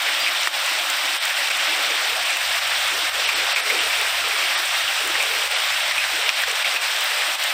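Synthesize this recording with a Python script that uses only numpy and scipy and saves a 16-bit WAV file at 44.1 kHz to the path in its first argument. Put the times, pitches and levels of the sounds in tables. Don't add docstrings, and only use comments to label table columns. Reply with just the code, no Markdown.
import sys
import numpy as np
from scipy import signal
from scipy.fft import rfft, irfft, dct
from scipy.io import wavfile

SR = 44100
rng = np.random.default_rng(int(sys.argv[2]) if len(sys.argv) > 2 else 0)


def output_pcm(signal):
    pcm = np.clip(np.atleast_2d(signal).T, -1, 1) * 32767
    wavfile.write(sys.argv[1], SR, np.round(pcm).astype(np.int16))


def field_ratio(decibels):
    return 10 ** (np.asarray(decibels, dtype=float) / 20)


N = 332072


def rms_one(x):
    return x / np.sqrt(np.mean(x ** 2) + 1e-20)


def in_time(rows):
    s, *columns = np.transpose(rows)
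    return [np.interp(np.arange(N) / SR, s, c) for c in columns]


def band(x, low_hz, high_hz, order=2):
    sos = signal.butter(order, [low_hz, min(high_hz, 0.45 * SR)], "band", fs=SR, output="sos")
    return signal.sosfilt(sos, x)


def brick_wall(x, low_hz, high_hz):
    hz = np.arange(N // 2 + 1) * SR / N
    return irfft(rfft(x) * (hz > low_hz) * (hz < high_hz), N)


def drift(rate_hz):
    r = np.exp(-80 * np.pi * rate_hz / SR)
    chance = rng.standard_normal(N // 40 + 2002)
    slow = signal.lfilter([1], [1, -2 * r, r * r], chance)[2000:]
    return np.interp(np.arange(N) / 40, np.arange(len(slow)), rms_one(slow))


def ring(x, hz, t60):
    r, w = field_ratio(-60 / (t60 * SR)), 2 * np.pi * hz / SR
    return signal.lfilter([0, np.sin(w)], [1, -2 * r * np.cos(w), r * r], x + 1e-18)


def dips(rows, fall_s, rise_s):
    t, out = np.arange(N) / SR, np.zeros(N)
    for s, depth_db, hold in rows:
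        corners = [s - fall_s, s + fall_s, s + hold - rise_s / 2, s + hold + rise_s / 2]
        out += depth_db * np.interp(t, corners, [0, 1, 1, 0])
    return out


def gate(rows, shut_db):
    open_s, close_s = 0.029, 0.041
    t, out = np.arange(N) / SR, shut_db + np.zeros(N)
    for s, length, level_db in rows:
        opened = s + open_s / 2
        closing = max(s + length - close_s / 2, opened)
        shape = np.interp(t, [s - open_s, opened, closing, s + length + close_s], [0, 1, 1, 0])
        out = np.maximum(out, shut_db + (level_db - shut_db) * shape)
    return out


def drops(per_s, spread_db, cap):
    sizes = field_ratio(spread_db * np.minimum(rng.exponential(1, N), cap)) * rng.choice([-1, 1], N)
    return rms_one(sizes * (rng.random(N) < per_s / SR))


def rain():
    # t/s, rain level/dB, spray against the rain/dB
    downpour = [
        (0.0, -21.5, -0.5),
        (1.03, -22, 1),
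        (1.32, -21.5, 1),
        (1.51, -21.5, 0),
        (5.3, -21.5, 1),
        (6.52, -22, 0.5),
        (7.17, -21.5, 1),
        (7.53, -22.5, 2.5),
    ]
    rain_db, spray_db = in_time(downpour)
    together, hiss = drift(7.7), 0
    white, edges = rng.standard_normal((2, N)), 90 * 2 ** np.arange(0, 8.1, 0.5)
    for k, (low, high) in enumerate(zip(edges, edges[1:])):
        flicker_db = 0.36 * together + 1.16 * drift(14.3)
        hiss = hiss + field_ratio(flicker_db + spray_db * (low > 7000)) * band(white[k % 2], low, high)

    near, dealt, pops = drops(1200, spread_db=4.5, cap=3.37), rng.integers(0, 14, N), 0
    for k, hz in enumerate(np.geomspace(600, 7000, 14)):
        pops = pops + rms_one(ring(near * (dealt == k), hz, 11.8 / hz)) * np.sqrt(hz)
    spray = band(drops(200, spread_db=1.0, cap=6.0), 8100, 17000)
    wet = rms_one(hiss) + field_ratio(-15.0) * rms_one(pops) + field_ratio(-7.5) * rms_one(spray)
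    return field_ratio(rain_db) * rms_one(colour(wet))


def colour(x):
    # f/Hz, level/dB per Hz
    body = [(53, -50), (90, -35), (157, -37), (205, -35), (323, -24), (415, -17), (582, -8), (761, -5.5),
            (963, -7.5), (1350, -3.5), (2390, -1), (3630, -3), (4440, -8.5), (5000, -9), (6500, -39),
            (11000, -120)]
    # f/Hz, level/dB per Hz
    top = [(2940, -30), (5000, 0.5), (5720, -1), (6540, -10), (7160, -6.5), (8550, -4), (10400, -19.5),
           (15100, -12), (15700, -31)]
    points = [p for p in body if p[0] < 4900]
    points += [(hz, db - 9) for hz, db in top if 4900 < hz < 15750]
    point_hz, point_db = np.array(points).T
    hz = np.arange(4097) * SR / 8192 + 1
    cepstrum = irfft(np.log(field_ratio(np.interp(np.log(hz), np.log(point_hz), point_db))))
    cepstrum[1:4096] *= 2
    cepstrum[4097:] = 0
    return signal.fftconvolve(x, irfft(np.exp(rfft(cepstrum))))[:N]


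def knocks():
    # t/s, peak level/dB, f/Hz, t60/s
    big = [(0.2622, -5.5, 2470, 0.16), (0.4326, -15, 2800, 0.03), (1.3481, -12, 3240, 0.073),
           (1.502, -8, 2400, 0.05), (1.511, -8, 2400, .05), (1.5904, -7, 2940, 0.091),
           (2.2994, -8, 2400, 0.21), (3.2478, -5.5, 2440, 0.13), (3.2896, -2, 2410, 0.052),
           (3.398, -8, 2500, 0.13), (3.5192, -9, 2500, 0.17), (3.56, -1.5, 2400, 0.22),
           (3.699, -3, 2380, 0.07), (3.75, -10, 2500, 0.3), (3.7888, -5, 2950, 0.1), (3.93, -8, 2650, 0.17),
           (4.8778, -5, 2930, 0.17), (4.978, -9, 2560, 0.15), (5.1537, -4.5, 2010, 0.054),
           (5.1976, -3.5, 2400, 0.14), (5.4194, -6, 3050, 0.058), (5.546, -8, 2340, 0.053),
           (5.9107, -3.5, 2000, 0.065), (5.9783, -5, 2490, 0.17), (6.3994, -10, 2280, 0.12),
           (6.4357, -1.5, 1800, 0.045), (6.5003, -8, 2630, 0.092), (6.6458, -5, 2480, 0.16),
           (6.7592, -7.5, 2660, 0.098), (7.2198, -8, 1880, 0.071)]
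    out, t = np.zeros(N + 9000), np.arange(9000) / SR
    chance = rng.standard_normal((len(big), 9000))
    for (s, peak_db, hz, t60), noise in zip(big, chance):
        splash = band(noise * np.exp(-t / 0.0045), 1000, 3800, order=3)
        dying = np.minimum(t / 0.00057, 1) * field_ratio(-60 * t / min(t60, 0.28))
        cluster = band(noise[::-1], hz - 250, hz + 250)[::-1]
        modes = np.tanh(0.41 * rms_one(cluster)) * dying
        share = np.clip(0.56 - 0.012 * peak_db, 0, 1)
        hit = (1 - share) * splash / abs(splash).max() + share * modes / abs(modes).max()
        out[round(s * SR):][:9000] += field_ratio(peak_db - 5.0) * hit
    return band(out[:N], 590, 6400, order=3)


def hard_drops():
    # [(f/Hz, level/dB, t60/s) ..]
    hardest = [
        (0.4727, [(1200, -15, .005), (1520, -9, .007), (1830, -12, .018), (2600, -15, 0.005), (4830, -13, .005)]),
        (6.2915, [(2500, -8, .012), (2850, -10, .007), (3200, -8, 0.009), (4600, -11, .006), (5300, -10, 0.006), (8600, -26, .008)]),
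    ]
    out = np.zeros(N)
    for s, modes in hardest:
        slap = np.zeros(N)
        slap[[round((s + lag) * SR) for lag in (0, 0.0006, 0.0019)]] = [0.22, -1, 0.22]
        for hz, level_db, t60 in modes:
            out += field_ratio(level_db) * ring(slap, hz, t60)
    return band(out, 900, 7300, order=3)


def ticks():
    # t/s, port click level/dB, upper treble level/dB
    fine = [(0.1997, -27, -28), (0.6604, -12.5, -37), (0.9, -9, -30), (1.0545, -13, -36),
            (1.2525, -11, -30), (1.4426, -16, -39), (1.5136, -22, -36), (2.3034, -14, -37),
            (2.369, -18, -28), (2.6744, -17, -36), (2.8777, -10.5, -39), (3.7479, -20, -37),
            (3.804, -23, -42), (4.0123, -15, -29), (4.6545, -15, -37), (5.0739, -13, -29),
            (5.225, -13, -31), (5.4535, -19, -36), (5.4755, -20, -36), (5.5134, -17, -37),
            (5.6003, -16, -37), (6.4188, -17, -30), (6.4827, -25, -36), (6.5134, -11, -38),
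            (6.6468, -20, -38), (6.8194, -16, -37), (6.961, -17, -37), (7.008, -16, -28),
            (7.0394, -20, -31), (7.4383, -11, -28)]
    out, t = np.zeros(N + 900), np.arange(900) / SR
    chance = rng.standard_normal((len(fine), 900))
    for (s, peak_db, upper_db), noise in zip(fine, chance):
        port = band(noise * np.exp(-t / 0.0028), 6900, 9000)
        upper = band(noise * np.exp(-t / 0.0047), 10000, 17200)
        at = out[round(s * SR):][:900]
        at += field_ratio(peak_db - 5.5) * port / abs(port).max()
        at += field_ratio(upper_db + 6.0) * upper / abs(upper).max()
    return out[:N]


def spits():
    # t/s, peak level/dB, lower edge f/Hz
    shatters = [
        (.432, -16, 5350),
        (1.252, -23, 14000),
        (3.288, -25, 12500),
        (3.598, -31, 10500),
        (3.697, -26, 11800),
        (6.419, -25, 13000),
        (7.04, -18, 14200),
        (7.438, -25, 12600),
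    ]
    out, t = np.zeros(N + 900), np.arange(900) / SR
    chance = rng.standard_normal((len(shatters), 900))
    for (s, peak_db, hz), noise in zip(shatters, chance):
        burst = band(noise * np.exp(-t / 0.0018), hz, hz * 1.19)
        out[round(s * SR):][:900] += field_ratio(peak_db) * burst / abs(burst).max()
    return out[:N]


def ping():
    t = np.clip(np.arange(N) / SR - 0.198, 0, None)
    swell = np.minimum(t / 0.012, 1) * field_ratio(-60 * t / 0.25)
    return field_ratio(-20.5) * swell * np.sin(2 * np.pi * 4780 * t)


def gurgle(sink_db):
    # start t/s, length/s, level/dB
    low_open = [(0.248, 0.14, -50), (1.033, 0.062, -51), (1.678, 0.04, -44), (1.771, 0.046, -48),
                (1.866, 0.12, -46), (2.906, 0.058, -44), (3.022, 0.046, -44), (3.327, 0.108, -51),
                (3.717, 0.116, -44.5), (4.035, 0.032, -50), (4.205, 0.036, -47), (4.412, 0.038, -49),
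                (4.59, 0.03, -50), (5.044, 0.091, -44), (5.852, 0.041, -49), (6.13, 0.034, -44),
                (6.484, 0.032, -50)]
    # start t/s, length/s, level/dB
    upper_open = [(0.063, 0.04, -48), (0.749, 0.058, -52), (1.462, 0.068, -48), (1.72, 0.43, -44.5),
                  (2.912, 0.11, -47), (3.126, 0.17, -48), (3.32, 0.166, -44), (3.568, 0.32, -42),
                  (3.963, 0.13, -45.5), (4.227, 0.22, -44), (4.608, 0.068, -45), (4.992, 0.62, -45),
                  (6.106, 0.18, -44), (6.464, 0.085, -42), (6.716, 0.11, -46), (6.935, 0.078, -47),
                  (7.106, 0.12, -47.5)]
    low_leak_db = -54.5 - 0.56 * np.arange(N) / SR
    low_db = gate(low_open, low_leak_db) + 2.5 * drift(5.5) + sink_db
    upper_db = gate(upper_open, -66.5) + sink_db
    noise = rng.standard_normal((2, N))
    low = band(noise[0], 286.4, 380, order=3) * field_ratio(0.9 * drift(5.0))
    upper = band(noise[1], 398, 549, order=4) * field_ratio(2.0 * drift(9.3))
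    return field_ratio(low_db - 0.2) * rms_one(low) + field_ratio(upper_db + 1.2) * rms_one(upper)


def engine():
    # t/s, f/Hz
    pitch = [(0, 62), (1.6, 62), (2.5, 67), (4.1, 69), (5.2, 75), (6.1, 79), (7.53, 80)]
    # start t/s, length/s, level/dB
    drone_open = [(0.782, 0.066, -63), (1.35, 5.5, -71), (1.383, 0.034, -65), (1.535, 0.27, -64),
                  (2.061, 0.19, -61), (2.389, 1.11, -60), (3.801, 0.56, -59.5), (4.522, 0.07, -62),
                  (4.68, 0.098, -62), (4.83, .05, -57), (4.96, 0.59, -61.5), (5.653, 0.6, -61),
                  (6.378, 0.142, -60), (6.739, 0.044, -62)]
    drone_db = gate(drone_open, -80) + 1.2 * drift(13)
    noise = rng.standard_normal((2, N))
    hz = in_time(pitch)[0] + 2.5 * drift(4.1)
    note = np.sqrt(2) * np.sin(2 * np.pi * np.cumsum(hz) / SR) * field_ratio(0.82 * drift(7.4))
    note *= np.clip((drone_db + 73) / 12, 0, 1)
    drone = note + field_ratio(-4.0) * rms_one(band(noise[0], 70, 108))
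    sub = field_ratio(-86 + 3.5 * drift(3)) * rms_one(band(noise[1], 18, 60))
    return field_ratio(drone_db) * drone + sub


def scene():
    # t/s, depth/dB, hold/s
    ducks = [(0.484, -6.1, 0.049), (1.173, -5, 0.045), (1.312, -3.5, 0.051), (1.52, -3.5, 0.015),
             (2.13, -1, 0.023), (2.375, -2, 0.027), (2.59, -3.5, 0.027), (3.099, -5, 0.037),
             (3.606, -4, 0.051), (5.479, -5.5, 0.023), (5.924, -4, 0.018), (5.989, -3, 0.031),
             (6.072, -2.2, 0.014), (6.304, -4, 0.061), (6.443, -5, 0.023), (6.52, -1.5, 0.026),
             (6.632, -5.5, 0.013), (6.774, -5, 0.042), (6.871, -2.7, 0.019), (7.359, -6, 0.03)]
    # t/s, depth/dB, hold/s
    gaps = [
        (3.551, -6, .008),
        (1.492, -6, .007),
        (6.636, -3, .008),
    ]
    # t/s, depth/dB, hold/s
    clamps = [
        (.62, -12, 0.065),
        (1.17, -22, 0.09),
        (3.06, -12, .05),
        (4.1, -8, .04),
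        (4.7, -12, .05),
        (5.47, -10, 0.057),
        (6.4, -10, .04),
        (6.57, -16, 0.054),
        (7.44, 1, .07),
    ]
    t = np.arange(N) / SR
    leaves = rain()
    rumble = field_ratio(1.0 - 0.5 * t + 3.0 * drift(5)) * band(leaves, 95, 263, order=3)
    high_pass = signal.butter(14, 505, "high", fs=SR, output="sos")
    leaves = signal.sosfilt(high_pass, leaves) + rumble
    duck_db = dips(ducks, fall_s=0.0046, rise_s=0.017)
    gap_db = dips(gaps, fall_s=0.0016, rise_s=0.002)
    sink_db = 0.96 * duck_db + dips(clamps, fall_s=0.013, rise_s=0.03)
    mono = (leaves * field_ratio(duck_db) + knocks()) * field_ratio(gap_db)
    mono = mono + hard_drops() + ticks() + spits() + ping() + gurgle(sink_db) + engine()
    return np.tile(mono, (2, 1))


def starve(x):
    # centre t/s, rounding step level/dB
    starved = [
        (1.192, -21),
        (3.263, -17.5),
        (3.348, -16.5),
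        (3.542, -14),
        (3.623, -19.5),
        (3.796, -17.5),
        (4.564, -17.5),
        (5.546, -20.5),
    ]
    out, hz = x.copy(), np.arange(1100) * SR / 2200
    fade = 0.93 * signal.windows.tukey(1100, 0.75)
    uneven_db = 9 * (hz > 9300) + 4 * (abs(hz - 6750) < 750) + 7 * (abs(hz - 4400) < 250) - 40 * (hz < 350)
    for s, step_db in starved:
        at = slice(round(s * SR) - 550, round(s * SR) + 550)
        step = field_ratio(step_db + uneven_db)
        coarse = dct(np.round(dct(x[:, at], norm="ortho") / step) * step, type=3, norm="ortho")
        out[:, at] += fade * (coarse - x[:, at])
    return out


def part_channels(x):
    # centre t/s, low f/Hz, high f/Hz, level/dB
    splits = [(1.021, 6850.0, 8320.0, -46), (3.041, 4150.0, 5180, -40), (3.041, 12370.0, 13790.0, -53),
              (3.413, 4170.0, 5220.0, -43), (3.413, 11030.0, 12500, -51), (4.458, 6840.0, 8320.0, -43),
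              (4.458, 12370.0, 13810.0, -54), (5.735, 4620.0, 6200, -42), (6.014, 4600.0, 5740.0, -42),
              (7.499, 8900.0, 10400.0, -52), (7.499, 11680.0, 13180.0, -54)]
    t, noise = np.arange(N) / SR, rng.standard_normal(N)
    for s, low_hz, high_hz, level_db in splits:
        shape = np.sqrt(np.clip(1.1 - abs(t - s) * SR / 1024, 0, 0.55) / 0.55)
        x = x + field_ratio(level_db) * rms_one(brick_wall(noise, low_hz, high_hz)) * shape * [[1], [-1]]
    return x


def low_pass(x):
    return signal.sosfilt(signal.butter(12, 16280, fs=SR, output="sos"), x)


def record(dry):
    x = part_channels(starve(dry))
    mix = brick_wall(np.clip(x, -1, 1), 0, 15830)
    return low_pass(mix)


dry = scene()
out = record(dry)
output_pcm(out)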